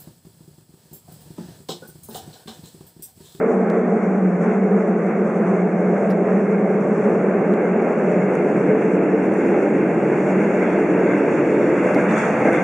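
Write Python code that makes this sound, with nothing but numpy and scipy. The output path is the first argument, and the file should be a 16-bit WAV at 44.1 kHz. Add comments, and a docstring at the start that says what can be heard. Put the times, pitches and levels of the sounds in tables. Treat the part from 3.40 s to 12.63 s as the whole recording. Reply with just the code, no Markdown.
"""A subway car running through a tunnel, heard from inside: the body hums, floor and panels boom.
Underfoot the wheels roar, brighter as the run goes on, and knock on rail joints; the rails sing.
Around the microphones air hisses at the door seals and a small loose fitting ticks.
The pocket camera's stereo pair thins the bass, dulls and notches the treble, rides the gain
and crackles faintly now and then."""
import sys
import numpy as np
from scipy import signal
from scipy.fft import rfft, irfft, next_fast_len
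from scipy.io import wavfile
from scipy.ndimage import uniform_filter1d

SR = 44100
rng = np.random.default_rng(int(sys.argv[2]) if len(sys.argv) > 2 else 0)


def store_pcm(level_fs):
    """Save levels as 16-bit WAV."""
    pcm = np.round(np.clip(level_fs, -1, 1) * 32767).astype(np.int16)
    wavfile.write(sys.argv[1], SR, np.atleast_2d(pcm).T)


N = 407043
TIME = np.arange(N) / SR
SIZE = next_fast_len(N)
HZ = np.fft.rfftfreq(SIZE, 1 / SR)

# Resonances of the car: f/Hz, nominal width/Hz, level/dB
BODY_MODE = [(187, 39.6, 0)]  # first bending mode
FLOOR_MODES = [(304.8, 91, 3.5), (353.6, 60, 0)]
DRONE_MODES = [(75, 30, 3), (111, 40, -6)]
# Slow course of the low drone: t/s, level/dB
DRONE_LEVEL = [(0, -59.5), (1, -63), (2.5, -66), (3.5, -60), (5, -61), (6.5, -60), (7.1, -46), (8, -57),
               (8.8, -45), (9.23, -41)]
# Spectrum of the deep shudder: f/Hz, level/dB
SHUDDER_SPECTRUM = [(15, -80.5), (25, -55), (43, -52), (68, -40.5), (127, -8.5), (146, 4), (170, 5),
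                    (220, -32.5), (370, -120)]
# Slow levels in the car: t/s, body hum/dB, floor boom/dB, rolling rumble/dB, shudder/dB
BODY_LEVELS = [(0, -22, -39, -22, -43), (0.401, -24, -33.5, -23.5, -58), (.9, -20, -31, -25, -56),
               (1.398, -19.5, -34.5, -23.5, -55), (1.899, -22.5, -31.5, -23, -47.5),
               (2.6, -20.5, -31, -21.5, -52.5), (3.3, -23, -31, -24, -43), (3.8, -24.5, -29, -20, -34),
               (4.4, -23.5, -28.5, -20.5, -42), (4.8, -24, -26, -21.5, -31),
               (5.599, -25, -21, -24.5, -36.5), (6.3, -27.5, -20.5, -22, -34.5),
               (7.0, -23, -24, -21.5, -35), (7.6, -25.5, -20, -22.5, -34), (8.3, -33, -19.5, -26.5, -34),
               (8.6, -24.5, -22, -26.5, -31), (8.9, -32.5, -28, -28.5, -32.5),
               (9.23, -27.5, -19.5, -36, -32)]


def car_body():
    """All around the microphones the body hums, booms and shudders, shaken by the running gear."""
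    s, hum_db, boom_db, _, shudder_db = np.transpose(BODY_LEVELS)
    hum = steadied(noise(peaks(BODY_MODE, steep=3.25), s, 0 * s), share=.33)
    hum = hum * gain_of(np.interp(TIME, s, hum_db) + 0.2 * wander(per_s=10))
    hum = drifted(hum, shift_hz=1.78 * wander(per_s=2.5))
    low_cut = 1 / (1 + (155 / (HZ + 1)) ** 14)  # little of the hum reaches below about 155 Hz
    hum = filtered(hum, low_cut)
    boom = noise(peaks(FLOOR_MODES, steep=1.78), s, boom_db) * gain_of(0.47 * wander(per_s=3.7))
    drone = noise(peaks(DRONE_MODES, steep=1.7), *np.transpose(DRONE_LEVEL))
    shudder = noise(colour(SHUDDER_SPECTRUM), s, shudder_db) * gain_of(2.4 * wander(per_s=5))
    return hum + boom + drone + shudder


# Spectra of the rolling wheels, from inside the car: f/Hz, level/dB
RUMBLE_SPECTRUM = [(200, -56), (340, -1), (400, 2), (470, -3.5), (540, -4.5), (630, -7.5), (720, -11),
                   (816, -14), (1000, -26.5), (1300, -50.5), (2200, -120)]
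DULL_ROAR = [(500, -24.5), (850, -2.5), (978, -1.5), (1140, 0.5), (1540, -3.5), (1890, -7), (2200, -9.5),
             (2700, -21), (2950, -26), (3840, -59), (6490, -120)]
BRIGHT_ROAR = [(500, -31.5), (850, -1), (1120, -9), (1200, -7), (1550, -5.5), (1830, -8.5), (2170, -8.5),
               (2660, -13), (2950, -18.5), (3840, -56), (6490, -120)]  # with the flanges rubbing
# Bright part of the roar's power: t/s, share/0-1
BRIGHTNESS = [(0, 0), (2, 0.18), (3.5, 0.26), (5, 0.65), (6.5, 0.92), (8, 0.89), (9.23, 0.7)]
# Wheel resonances: f/Hz, nominal width/Hz, level/dB
WHEEL_MODES = [(1560, 210, 2.5), (2145, 240, 2.5)]
# Slow levels of the track noise: t/s, wheel roar/dB, door hiss/dB
TRACK_LEVELS = [(0, -32.5, -61.5), (.3, -33.5, -61), (.8, -36, -63), (1.5, -35.5, -62.5),
                (1.95, -34.5, -61.5), (2.5, -36, -62), (3.3, -35, -61.5), (3.9, -33, -61),
                (4.3, -33.5, -62), (4.7, -31.5, -59.5), (5.2, -32.5, -59), (5.65, -32.5, -61),
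                (6.0, -32.5, -57), (6.45, -32.5, -59.5), (6.9, -31, -56.5), (7.8, -29.5, -57),
                (8.3, -30, -56), (8.6, -28.5, -56), (9.0, -26.5, -53), (9.23, -34, -58)]
# The whole track noise surges: t/s, length/s, rumble gain/dB, roar gain/dB, nominal hiss gain/dB
SURGES = [(1.0, .05, 1, 0.5, 4), (1.01, .12, 1.5, 3.5, 3.5), (1.3, 0.15, 1.5, 1.5, 2.5),
          (2.0, 0.16, 1, 2, 2.5), (2.52, 0.14, 1, 2.5, 2), (2.86, 0.11, 1, 4, 2.5),
          (3.5, 0.11, -0.5, 0.5, 1.5), (3.63, 0.076, 1, 1, 2), (4.46, 0.036, 0.5, 2, 2.5),
          (4.73, 0.086, 0, -1.5, -1), (5.26, .06, 0.5, 1.5, 0), (6.02, 0.2, 1, 1, 1),
          (8.42, .08, 2.5, 2, 3.5), (8.55, 0.04, 2, 3, 3), (8.675, 0.066, 1, 2.5, 6),
          (8.76, 0.087, -0.5, 2.5, 9), (9.04, 0.026, 4, 5, 5), (9.12, 0.072, 0, 5, 8)]
# The flanges rub for a moment: t/s, length/s, wheel ring gain/dB, squeal gain/dB, singing gain/dB
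FLANGE_RUBS = [(3.63, 0.041, 11, 3, 5), (4.35, .05, 6, 4, 6), (4.67, .13, 4, 2, 10),
               (5.26, 0.04, 12, -2, -1), (5.96, 0.11, 4, -3, 3.5), (6.7, 0.52, 3, -7, 3),
               (6.97, 0.026, 13, 0, -1), (7.19, .23, 3, 5, -1), (7.62, 0.12, 7, 6, 6), (7.9, .08, 2, 2, 6),
               (8.05, 0.45, -1, 6, 3), (8.56, 0.042, 13, -5, 5), (8.74, 0.11, 8.5, -6, 6),
               (9.04, 0.053, 12.5, -7, -5), (9.11, 0.14, 11.5, 0, 5.5)]


def wheels():
    """Rolling rumble and roar come back from the tunnel walls; the wheels ring on top."""
    s, _, _, rumble_db, _ = np.transpose(BODY_LEVELS)
    rumble = noise(colour(RUMBLE_SPECTRUM), s, rumble_db)
    rumble = rumble * gain_of(swell(SURGES, column=2) + 0.31 * wander(per_s=8.2))
    s, roar_db, _ = np.transpose(TRACK_LEVELS)
    dull = noise(colour(DULL_ROAR), s, roar_db)
    bright = noise(colour(BRIGHT_ROAR), s, roar_db)
    share = curve(BRIGHTNESS)
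    roar = (np.sqrt(1 - share) * dull + np.sqrt(share) * bright) * gain_of(swell(SURGES, column=3))
    ring_db = follow_hiss(-46.5, slope=0.59) + swell(FLANGE_RUBS, column=2) + 3.7 * wander(per_s=7.6)
    rings = noise(peaks(WHEEL_MODES, steep=1.74), TIME, ring_db)
    return rumble + rings + roar * gain_of(0.5 * wander(per_s=20))


# Wall and roof panel resonances: f/Hz, nominal width/Hz
PANEL_MODES = [(214, 66.4), (435, 58), (500, 69), (582, 74), (672, 74), (760, 110)]
# Their slow levels: t/s, then level/dB for each mode in turn
PANEL_LEVELS = [(0, -23, -22, -41.5, -28, -35, -39), (0.599, -24.5, -24, -43, -36.5, -34.5, -40),
                (1, -27.5, -30.5, -41, -40.5, -37.5, -37.5), (1.4, -27.5, -28.5, -40, -40, -35, -39.5),
                (2, -24, -32.5, -40, -41, -40, -41), (2.7, -24.5, -28.5, -35.5, -33.5, -32.5, -41.5),
                (3.4, -25, -25.5, -37.5, -29.5, -35.5, -38.5), (4.1, -24, -27, -35.5, -34.5, -41, -44),
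                (4.7, -26, -31, -31, -31, -39.5, -37), (5.3, -29, -23, -27.5, -31.5, -36, -40),
                (6.001, -28, -26, -31.5, -32.5, -39, -40), (6.7, -25.5, -28.5, -32, -28.5, -43, -40),
                (7.4, -29.5, -24, -33, -32.5, -35.5, -41.5), (8.1, -31, -23, -26, -28, -36, -41.5),
                (8.6, -27.5, -29, -28, -32.5, -35, -37.5), (8.9, -23.5, -27, -27.5, -31.5, -32.5, -31),
                (9.23, -33.5, -31.5, -23, -32, -32, -30)]
# All modes drift up or down together: t/s, shift/share of pitch
PANEL_DRIFT = [(0, 0.036), (1.4, 0.017), (2.5, -0.017), (3.2, -.03), (4.2, -0.0048), (6, 0.0092),
               (7.5, .025), (8.1, -0.008), (9.23, 0.0051)]


def panels():
    """Beside and above the microphones each panel mode rings and wavers; track surges shake them all."""
    s, *levels = np.transpose(PANEL_LEVELS)
    drift = curve(PANEL_DRIFT)
    out = np.zeros((2, N))
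    for (hz, width), db in zip(PANEL_MODES, levels):
        ring = noise(peaks([(hz, width, 0)], steep=3.04), s, db)
        out += drifted(ring, shift_hz=hz * (drift + .015 * wander(per_s=1.5)))
    return out * gain_of(1.55 * swell(SURGES, column=2))


# Wheels cross rail joints: t/s, gain/dB, ring length/factor
RAIL_JOINTS = [(8.561, -8, 0.8), (9.02, -15, 0.84), (9.053, -10, 1.), (9.065, -25, 0.87), (9.084, -10, 1.)]
# Resonances of the running gear: f/Hz, level/dB, nominal t60/s
BOGIE_MODES = [(290, 4.5, 0.054), (345, -25, .05), (500, -7, 0.037), (584, -1, 0.05), (656, -1, 0.046),
               (800, -4, .04), (905, -11, .03), (1560, -19, .03), (2120, -5, .04)]


def joint_knocks():
    """Under the floor each joint rings the running gear with a soft blow."""
    out, t = np.zeros(N), np.arange(SR // 8) / SR
    attack = 1 - np.exp(-t / 0.0013)
    for s, db, stretch in RAIL_JOINTS:
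        phases = rng.random(len(BOGIE_MODES))
        ring = sum(gain_of(mode_db - 60 * t / (t60 * stretch)) * np.sin(2 * np.pi * (hz * t + phase))
                   for (hz, mode_db, t60), phase in zip(BOGIE_MODES, phases))
        out[round(s * SR):][:len(t)] += gain_of(db) * ring * attack
    return out


# Rail resonances: f/Hz, nominal width/Hz, level/dB
SCRAPE_MODES = [(3470, 890, -4), (4560, 500, -5)]
SQUEAL_MODES = [(3250, 110, -4), (3450, 130, 0)]
SINGING_MODE = [(7040, 300, -5)]  # slid to SINGING_PITCH
HIGH_SINGING_MODE = [(9420, 220, 0)]
# The thin singing drifts: t/s, f/Hz
SINGING_PITCH = [(0, 6830), (4.8, 6920), (5.4, 7150), (5.8, 7050), (6.05, 6800), (6.9, 6830), (7.5, 6770),
                 (7.95, 6730), (8.15, 7200), (8.5, 6950), (8.8, 6670), (9.23, 6700)]


def rails():
    """Below the car the rails scrape and squeal; two thin bands sing as the flanges rub harder."""
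    scrape = noise(peaks(SCRAPE_MODES, steep=1.1), TIME, follow_hiss(-70, slope=1.6))
    squeal_db = follow_hiss(-72, slope=1) + swell(FLANGE_RUBS, column=3) + 2.2 * wander(per_s=9)
    squeal = noise(peaks(SQUEAL_MODES, steep=0.69), TIME, squeal_db)
    singing_db = follow_hiss(-73.5, slope=1.5) + swell(FLANGE_RUBS, column=4) + 1.1 * wander(per_s=11)
    singing = noise(peaks(SINGING_MODE, steep=1.8), TIME, singing_db)
    singing = drifted(singing, shift_hz=curve(SINGING_PITCH) - SINGING_MODE[0][0])
    high_db = follow_hiss(-84, slope=1.1) + 1.2 * wander(per_s=9)
    high = noise(peaks(HIGH_SINGING_MODE, steep=1.6), TIME, high_db)
    rub = np.clip(.25 + curve(BRIGHTNESS), 0, 1)
    return patchy(scrape + squeal + rub * (singing + high), patch_db=1.5, gust_db=-0.4)


# Brief whistles from the rails: t/s, length/s, f/Hz, nominal width/Hz, level/dB
WHISTLES = [(4.75, .05, 9500, 200, -73), (4.97, .1, 9600, 200, -73), (5.68, .2, 5550, 300, -71),
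            (6.46, .1, 9400, 200, -71), (7.22, .08, 3320, 280, -56), (7.72, .3, 5600, 350, -64),
            (8.19, .08, 5650, 280, -60), (8.41, .07, 9450, 240, -66), (8.59, .07, 9450, 240, -65),
            (8.77, .13, 6050, 450, -56), (8.67, .04, 3550, 300, -53), (8.74, .09, 3400, 240, -48),
            (9.12, .06, 3450, 300, -50)]
RISE_S, FALL_S = 0.024, 0.068  # of whistles, surges and rubs alike


def rail_whistles():
    """Each whistle is noise in one narrow resonance that rises, holds and falls."""
    out = np.zeros((2, N))
    for start, length, hz, width, db in WHISTLES:
        t = np.arange(0, min(length + FALL_S, TIME[-1] - start), 1 / SR)
        left, apart = rng.standard_normal((2, SR // 2))[:, :len(t)]
        right = 0.42 * left + 1.1 * apart
        mode = signal.iirpeak(hz, hz / width, SR)
        ring = signal.lfilter(*mode, signal.lfilter(*mode, [left, right]))
        envelope = np.interp(t, [0, RISE_S, length, length + FALL_S], [0, 1, 1, 0])
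        at = round(start * SR)
        out[:, at:at + len(t)] += gain_of(db) * unit_rms(ring) * envelope
    return out


# Spectrum of the air at the doors: f/Hz, level/dB
DOOR_SPECTRUM = [(4000, -30), (5000, -1), (5700, -5), (6700, -1.5), (7400, -4), (8500, -9), (9400, -13),
                 (10000, -17), (11300, -29), (12000, -43.5), (15500, -63)]


def door_hiss():
    """Air rushes past the door seals."""
    air = noise(colour(DOOR_SPECTRUM), TIME, hiss_level(surge_share=0.9))
    return patchy(air, patch_db=1.0, gust_db=1.3)


# A loose fitting ticks: t/s, gain/dB, left minus right/dB
TICKS = [(4.4223, -38, -3), (4.9526, -29.5, -1), (5.9384, -35, 2), (6.0945, -52, 3), (8.7114, -58, -7),
         (9.13, -26, 1)]
# Its resonances: f/Hz, level/dB, t60/s
FITTING_MODES = [(6000, -4, .007), (6700, -5, 0.008), (7500, -10, .006), (8900, -6, 0.007),
                 (9300, -6, 0.0077), (10800, -29, .006)]


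def loose_fitting():
    """Inside the car each tick rings the same small metal part."""
    out, t = np.zeros((2, N)), np.arange(2000) / SR
    ring = sum(gain_of(db - 60 * t / t60) * np.sin(2 * np.pi * hz * t) for hz, db, t60 in FITTING_MODES)
    ring *= 1 - np.exp(-t / .0008)  # the blow is slightly soft
    for s, db, pan_db in TICKS:
        at = round(s * SR)
        out[:, at:at + len(t)] += gain_of(db) * balance(pan_db) * ring
    return out


# Spectrum of the highest hiss: f/Hz, level/dB
TOP_HISS_SPECTRUM = [(11000, -31), (13600, -14.5), (14200, -6), (15500, -1.5)]
# Its slow rise: t/s, level/dB
TOP_HISS_LEVEL = [(0, -88), (3, -87.5), (5, -85.5), (8.4, -78.5), (9.23, -76)]


def top_hiss():
    """Far in the background a faint hiss grows at the very top of the treble."""
    return noise(colour(TOP_HISS_SPECTRUM), *np.transpose(TOP_HISS_LEVEL))


# The camera crackles: t/s, gain/dB, length/s, jumps in the opening stutter/count, their spacing/s,
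# their size/share of the first, low-pass f/Hz
CRACKLES = [(.3012, -23, .001, 1, 0, 0, 10000), (2.7022, -27, .001, 2, .00007, .6, 16000),
            (2.7072, -29.5, .018, 5, .00019, .8, 15000), (2.7130, -31, .009, 3, .00019, .8, 15000),
            (4.1385, -27, .001, 3, .000062, 1, 12500), (8.5462, -23.5, .012, 3, .00019, .7, 12000),
            (8.5515, -31, .001, 3, .00019, .4, 10000), (8.7116, -20, .001, 1, 0, 0, 4500)]


def camera_crackle():
    """Small jumps that relax at once, alike in both channels: a stutter, then one about every 3 ms."""
    out, index = np.zeros(N), np.arange(16)
    later, relax_s = index > 0, .0001
    for s, db, length, count, gap, share, dull_hz in CRACKLES:
        jitter, drop, sign = rng.random((3, 16))
        delay_s = (index + jitter * later) * 0.0028
        jumps = gain_of(db - 10 * drop * later - 150 * delay_s) * np.sign(sign - .5) * (delay_s <= length)
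        sizes = np.append(jumps, np.full(count - 1, jumps[0] * share))
        positions = np.append(delay_s, gap * np.arange(1, count)) * SR
        burst = sizes @ np.sinc(np.arange(-100, 1900) - positions[:, None])  # impulses between samples
        out[round(s * SR) - 100:][:2000] += signal.lfilter(*signal.butter(2, dull_hz, fs=SR), burst)
    return signal.lfilter([1], [1, -np.exp(-1 / (relax_s * SR))], out)


# Stereo width at the microphones: f/Hz, side minus mid/dB
STEREO_WIDTH = [(60, -29.5), (140, -34), (210, -36.5), (320, -22), (490, -22.5), (740, -15.5), (1130, -11),
                (1710, -9.5), (2600, -9.5), (4500, -4.5), (8000, -3.5), (12000, 3)]


def noise(shape, s, level_db):
    """Stereo noise of a given colour, nearly mono in the bass, on a level curve."""
    draws = rng.standard_normal((2, len(HZ), 2), dtype=np.float32)
    mid, side = draws.view(np.complex64)[:, :, 0] * shape
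    side = side * colour(STEREO_WIDTH)
    pair = irfft([mid + side, mid - side], SIZE)[:, :N]
    return pair * gain_of(np.interp(TIME, s, level_db)) / np.std(pair.mean(0))


def peaks(modes, steep):
    """Gain of a set of resonances; steep over 1 narrows them, and far above them nothing is left."""
    power = sum(gain_of(db) ** 2 / (1 + (2 * (HZ - hz) / width) ** 2) ** steep for hz, width, db in modes)
    return np.sqrt(power) / (1 + (HZ / (2 * modes[-1][0])) ** 6)


def patchy(x, patch_db, gust_db):
    """Rough rails make random patches in time and pitch; gusts flicker over the whole treble."""
    hz, t, spectra = signal.stft(x, SR, nperseg=512, noverlap=384)
    patches = rng.standard_normal((len(t), len(hz))).T
    patches = unit_rms(uniform_filter1d(uniform_filter1d(patches, size=6, axis=0), size=24, axis=1))
    gusts = unit_rms(uniform_filter1d(rng.standard_normal(len(t)), size=16))
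    flicker = gain_of(patch_db * patches + gust_db * gusts)
    return signal.istft(spectra * flicker, SR, nperseg=512, noverlap=384)[1][:, :N]


def steadied(x, share):
    """A steadily driven vibration swells less than free noise: part of its envelope is divided out."""
    envelope = abs(signal.hilbert(x.mean(0), SIZE)[:N])
    return unit_rms(x / (envelope + 0.67 * np.std(x)) ** share)


def drifted(x, shift_hz):
    """Slides a narrow band up or down along a curve."""
    return (signal.hilbert(x, SIZE)[:, :N] * np.exp(2j * np.pi * np.cumsum(shift_hz) / SR)).real


def swell(events, column):
    """Gain in dB from one column of events: each rises, holds and falls back."""
    coarse = TIME[::50]
    out = np.zeros(len(coarse))
    for row in events:
        start, end = row[0], row[0] + max(row[1], RISE_S)
        out += row[column] * np.interp(coarse, [start, start + RISE_S, end + 1e-4, end + FALL_S],
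                                       [0, 1, 1, 0])
    return np.interp(TIME, coarse, out)


def wander(per_s):
    """Slow random motion of spread 1, up to per_s swings a second."""
    hz, phase = np.geomspace(per_s / 8, per_s, 24)[:, None], rng.random((24, 1))
    coarse = TIME[::200]
    swings = np.sin(2 * np.pi * (hz * coarse + phase)) / np.sqrt(hz)
    return np.interp(TIME, coarse, unit_rms(swings.sum(0)))


def hiss_level(surge_share):
    """Slow level of the door hiss with a share of its surges, in dB."""
    s, _, hiss_db = np.transpose(TRACK_LEVELS)
    return np.interp(TIME, s, hiss_db) + surge_share * swell(SURGES, column=4)


def follow_hiss(base_db, slope, quiet_hiss_db=-62):
    """Level of a wheel or rail mode: base_db at the quiet hiss, plus slope dB per dB of hiss above it."""
    return base_db + slope * (hiss_level(surge_share=0.25) - quiet_hiss_db)


def curve(points):
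    return np.interp(TIME, *np.transpose(points))


def over_frequency(points):
    hz, db = np.transpose(points)
    return np.interp(np.log(HZ + 1), np.log(hz + 1), db)


def colour(points):
    return gain_of(over_frequency(points))


def filtered(x, response):
    return irfft(rfft(x, SIZE) * response, SIZE)[:, :N]


def balance(left_minus_right_db):
    return gain_of(left_minus_right_db * np.array([[.5], [-.5]]))


def gain_of(db):
    return 10 ** (np.asarray(db) / 20)


def unit_rms(x):
    return x / np.sqrt(np.mean(x ** 2) + 1e-20)


def excess_db(x, threshold_db, window):
    """How far the level stands above a threshold, smoothed over a window of samples."""
    power_db = 10 * np.log10(abs(uniform_filter1d((x ** 2).mean(0), window)) + 1e-12)
    return uniform_filter1d(np.maximum(power_db - threshold_db, 0), window)


def scene():
    """Everything that reaches the microphones inside the car."""
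    background = top_hiss()
    return (car_body() + panels() + joint_knocks() + wheels() + rails() + rail_whistles()
            + door_hiss() + loose_fitting() + background)


# Dips of the camera's filter: f/Hz, width/Hz, depth/dB
CAMERA_NOTCHES = [(2997, 347, -23), (3980, 340, -28), (5026, 570, -29)]
# Its two microphones differ a little: f/Hz, left minus right/dB
MIC_BALANCE = [(100, -.1), (250, -.5), (500, -.1), (1000, .4), (2000, -.8), (4000, .2), (8000, .7)]
BASS_CUT_HZ, TREBLE_EDGE_HZ = 92.4, 15750


def record(dry):
    """The pocket camera: filter dips, gain control that shaves swells, crackle, bass cut, band limit."""
    dips = np.prod([1 - (1 - gain_of(db)) / (1 + (2 * (HZ - hz) / width) ** 2)
                    for hz, width, db in CAMERA_NOTCHES], 0)
    heard = filtered(dry, dips * balance(over_frequency(MIC_BALANCE)))
    slow_db = -0.04 - 0.075 * excess_db(heard, threshold_db=-22, window=900)
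    quick_db = -.5 * excess_db(heard, threshold_db=-13, window=300)  # catches the peaks
    ridden = heard * gain_of(slow_db + quick_db)
    bass_cut = gain_of(-22.5) + 1 / (1 + (BASS_CUT_HZ / (HZ + 1)) ** 6)
    thinned = filtered(ridden + camera_crackle(), bass_cut)
    low_pass = signal.firwin(511, TREBLE_EDGE_HZ, window=("kaiser", 9), fs=SR)
    return signal.oaconvolve(thinned, low_pass[None], "same")


dry = scene()
out = record(dry)
store_pcm(out)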